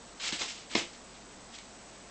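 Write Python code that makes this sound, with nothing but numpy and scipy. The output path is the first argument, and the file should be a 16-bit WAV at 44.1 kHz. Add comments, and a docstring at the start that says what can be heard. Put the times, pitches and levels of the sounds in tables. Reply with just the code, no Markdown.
"""Kitten raking litter

A kitten rakes granular litter in a plastic box: two quick scoops, then a stroke that hits the wall.
Dense random grain hits crunch, hiss and rub; soft pushes ring the tray's low modes with a boom.
Claws click as a gritty noise crack plus wall modes; a faint shuffle follows, over air, hum and a thin whine.
A small hard room rings briefly, and a coarse 16 kHz converter lays its steady hiss over everything."""
import sys
import numpy as np
from scipy import signal
from scipy.fft import rfft, irfft
from scipy.io import wavfile

SR = 44100
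rng = np.random.default_rng(int(sys.argv[2]) if len(sys.argv) > 2 else 0)


def transcribe(u):
    """Save the signal u as a 16-bit wav file named by the first command-line argument.

    u: samples, shape (n,) or (channels, n), limited to [-1, 1]; the rate is SR.
    q: integer samples, one column per channel.
    """
    v = np.clip(np.atleast_2d(u).T, -1, 1)
    q = np.round(v * 32767).astype(np.int16)
    wavfile.write(sys.argv[1], SR, q)


N = 92610  # samples, 2.1 s


def undb(db):
    """Decibels to amplitude gain."""
    return 10 ** (np.asarray(db) / 20)


def unit(x):
    """Scale to rms 1."""
    return x / np.sqrt(np.mean(x ** 2))


def since(start):
    """Seconds since a moment, zero before it."""
    return np.maximum(np.arange(N) / SR - start, 0)


def fade(age, t60):
    """Exponential decay that falls 60 dB in t60 seconds."""
    return np.exp(-np.log(1000) * age / max(t60, 1e-4))


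def convolve(x, response):
    """Pass a sound through an impulse response."""
    return signal.fftconvolve(x, response)[:N]


def colour(x, points):
    """Equalise a sound along (f/Hz, level/dB) points on a log frequency axis; rms 1."""
    hz, db = np.array(points).T
    bins = np.maximum(np.fft.rfftfreq(N, 1 / SR), 1)
    gain = undb(np.interp(np.log(bins), np.log(hz), db))
    return unit(irfft(rfft(x) * gain, N))


def ring(modes):
    """Impulse response of a body: a sum of decaying modes."""
    t = since(0)
    return sum(undb(db) * np.cos(2 * np.pi * hz * t) * fade(t, t60) for hz, db, t60 in modes)


# room air spectrum: f/Hz, relative level/dB
AIR_COLOUR = [(20, -6), (70, -7), (140, -4), (210, 2.5), (400, -1.5), (650, -1), (1200, -6), (3000, -16),
              (8000, -16)]
# steady mains hum and faint drone: f/Hz, rms level/dB
TONES = [(49, -67), (119, -76), (194, -69.5), (235, -70.5), (694, -71)]
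AIR_DB = -54  # rms
WHINE_HZ, WHINE_DB = 7853, -65  # centre pitch, rms level
WHINE_WOBBLE_HZ, WOBBLES_PER_S = 30, 29  # pitch swing either way, and its rate


def background():
    """Quiet coloured noise for air, sines for hum, and an electronic whine whose pitch shivers."""
    t = since(0)
    air = undb(AIR_DB) * colour(rng.standard_normal(N), AIR_COLOUR)
    tones = 0
    for hz, db in TONES:
        phase = rng.random()  # in cycles
        tones = tones + undb(db) * np.sqrt(2) * np.sin(2 * np.pi * (hz * t + phase))
    pitch = WHINE_HZ + WHINE_WOBBLE_HZ * np.sin(2 * np.pi * WOBBLES_PER_S * t)
    whine = undb(WHINE_DB) * unit(np.sin(2 * np.pi * np.cumsum(pitch) / SR))
    return air + tones + whine


GRAINS_PER_S, GRAIN_SPREAD_DB = 11000, 2.4  # mean hit rate; scale of the exponential size spread
CRUNCH_PER_S, CRUNCH_DB = 260, 1.2  # rate and scale of the random bunching


def grains():
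    """Dense tiny collisions, mostly weak, bunched as the heap catches and gives way."""
    hits = (rng.random(N) < GRAINS_PER_S / SR) * rng.choice([-1, 1], N)
    size_db = GRAIN_SPREAD_DB * np.minimum(rng.exponential(size=N), 5)
    bunch = np.interp(since(0) * CRUNCH_PER_S, np.arange(N), rng.standard_normal(N))
    return hits * undb(size_db + CRUNCH_DB * bunch)


# paw strokes through the litter: start t/s, rise t/s, hold t/s, fade to -20 dB t/s,
# coarse grain level/dB, fine sand level/dB re coarse, tray rub level/dB re coarse
STROKES = [(0.194, 0.007, 0.03, 0.05, -41.5, -3, -21), (0.212, 0.032, 0.036, 0.075, -34.2, 0, -20),
           (0.3235, 0.001, 0.012, 0.095, -34.3, -2, -17), (0.388, 0.005, 0.018, 0.03, -37, 1, -15),
           (0.405, 0.011, 0.007, 0.09, -35.2, 1, -9), (0.470, 0.014, 0.024, 0.055, -43, 3.5, -21),
           (0.523, 0.02, 0.06, 0.09, -51, 1.5, -18), (0.691, 0.024, 0.036, 0.03, -43, -3.5, -14),
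           (0.752, 0.016, 0.016, 0.076, -31, -2.8, -12), (0.930, 0.002, 0.003, 0.012, -54, 8, -18),
           (0.944, 0.003, 0.004, 0.025, -54, 4, -18), (1.105, 0.03, 0.03, 0.06, -59, -8, -20),
           (1.518, 0.03, 0.015, 0.03, -46.5, -2, -20), (1.580, 0.004, 0.007, 0.025, -46.5, -4, -24)]
# spectra of coarse grains, fine sand and pressed grains on the tray: f/Hz, relative level/dB
GRAIN_COLOUR = [(150, -24), (600, -16.5), (1200, -8.5), (1700, -6), (2200, -1.5), (2900, 0), (4000, -1.5),
                (5500, -8), (7600, -12)]
SAND_COLOUR = [(500, -30), (2000, -16), (3300, -5), (4300, -1), (5100, 1.5), (6100, -2), (7400, 0),
               (8000, -1)]
RUB_COLOUR = [(80, -16), (200, -7), (300, 0), (500, -1), (1000, -2), (1500, -6), (2500, -18), (7000, -35)]


def litter():
    """Strokes swell, hold and trickle out: coarse grains crunch, sand hisses, pressed grains rub the tray."""
    coarse, fine, pressed = 0, 0, 0  # overlapping strokes add as power
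    for start, rise, hold, release, db, sand_db, rub_db in STROKES:
        swell = np.minimum(since(start) / max(rise, 1e-3), 1)
        trickle = 10 ** (-since(start + rise + hold) / release)
        effort = swell * trickle
        coarse = coarse + (effort * undb(db)) ** 2
        fine = fine + (effort * undb(db + sand_db)) ** 2
        pressed = pressed + (effort * undb(db + rub_db)) ** 2
    crunch = np.sqrt(coarse) * colour(grains(), GRAIN_COLOUR)
    hiss = np.sqrt(fine) * colour(grains(), SAND_COLOUR)
    rub = np.sqrt(pressed) * colour(grains(), RUB_COLOUR)
    return crunch + hiss + rub


# claws and hard granules click on the plastic: start t/s, relative level/dB
CLICKS = [(0.2900, -30), (0.3238, -30), (0.4180, -27), (0.4860, -37), (0.5045, -36), (0.7510, -19.8),
          (0.7543, -17.3), (0.7620, -31)]
# gritty crack spectrum: f/Hz, relative level/dB
CRACK_COLOUR = [(150, -14), (500, -1.5), (1000, -2), (1500, -6), (2200, 0), (5200, 0), (6100, -11),
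                (8000, -13)]
# the stiff wall's modes: f/Hz, relative level/dB, t60 t/s
WALL = [(1770, -11, 0.02), (2165, 3.5, 0.026), (2503, -10, 0.05), (2944, -11, 0.08), (3385, -11, 0.03),
        (3840, -6.5, 0.025), (4260, -6.5, 0.025), (5180, -7, 0.035)]
CRACK_T60_S, CRACK_DB, WALL_DB = 0.018, -2.5, -7.5  # crack decay; mix gains


def claw_clicks():
    """Each tap gives a short gritty noise crack and rings the modes of the plastic wall."""
    taps, burst, t = np.zeros(N), 0, since(0)
    for start, db in CLICKS:
        taps[int(start * SR)] += undb(db)
        burst = burst + undb(db) * (t > start) * fade(since(start), CRACK_T60_S)
    crack = burst * colour(rng.standard_normal(N), CRACK_COLOUR)
    wall = convolve(taps, ring(WALL))
    return undb(CRACK_DB) * crack + undb(WALL_DB) * wall


# the paw bumps the tray: start t/s, relative level/dB, contact t/s
BUMPS = [(0.3268, -26.5, 0.0027), (0.412, -41, 0.001), (0.753, -20.5, 0.0008), (0.7620, -26.5, 0.0008),
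         (0.777, -31.5, 0.001), (0.814, -37, 0.0014), (0.832, -40, 0.0014)]
# the tray's low modes: f/Hz, relative level/dB, t60 t/s
TRAY = [(88, -27, 0.22), (195, -15, 0.05), (240, -2.5, 0.065), (292, 1, 0.085), (338, -4.5, 0.075),
        (410, -11, 0.11), (640, -9, 0.04), (962, -9.5, 0.08)]


def tray_bumps():
    """Soft pushes of the paw ring the tray; a longer contact sounds duller."""
    force = 0
    for start, db, contact in BUMPS:
        progress = np.minimum(since(start) / max(contact, 1e-4), 1)
        push = np.sin(np.pi * progress) ** 2
        force = force + undb(db) * push / push.sum()  # equal impulse whatever the contact time
    return convolve(force, ring(TRAY)) / 2


ROOM_T60_S, ROOM_GAP_S = 0.27, 0.005  # decay, and delay before the tail


def room(x, wet_db):
    """Direct sound plus the room's short diffuse ring, a decaying noise tail."""
    age = since(ROOM_GAP_S)
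    tail = rng.standard_normal(N) * (age > 0) * fade(age, ROOM_T60_S)
    return x + undb(wet_db) * convolve(x, tail / np.linalg.norm(tail))


GRAIN_ROOM_DB, CLICK_ROOM_DB, BUMP_ROOM_DB = -7, -8, -8  # room sends


def scene():
    """Litter, claws and tray in the room, over the dry background."""
    raking = room(litter(), GRAIN_ROOM_DB)
    clicking = room(claw_clicks(), CLICK_ROOM_DB)
    booming = room(tray_bumps(), BUMP_ROOM_DB)
    return (background() + raking + clicking + booming)[None]


STEP_DB = -45  # size of one converter step
CONVERTER_HZ, TOP_HZ = 16000, 9300  # sample rate, final lowpass corner


def record(dry):
    """A slow converter rounds the sound to coarse steps, which hiss; the top is cut."""
    slow = signal.resample(dry, N * CONVERTER_HZ // SR, axis=1)
    step = undb(STEP_DB)
    stepped = (np.floor(slow / step) + .5) * step
    # 16 kHz to 44.1 kHz is 441/160, so the smoothing filter runs at 441 times the converter rate
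    smoothing = signal.firwin(441 * 36 + 1, 8200, window=("kaiser", 8), fs=441 * CONVERTER_HZ)
    full = signal.resample_poly(stepped, SR, CONVERTER_HZ, axis=1, window=smoothing)[:, :N]
    top_cut = signal.ellip(8, .1, 70, TOP_HZ, fs=SR, output="sos")
    return signal.sosfilt(top_cut, full)


dry = scene()
out = record(dry)
transcribe(out)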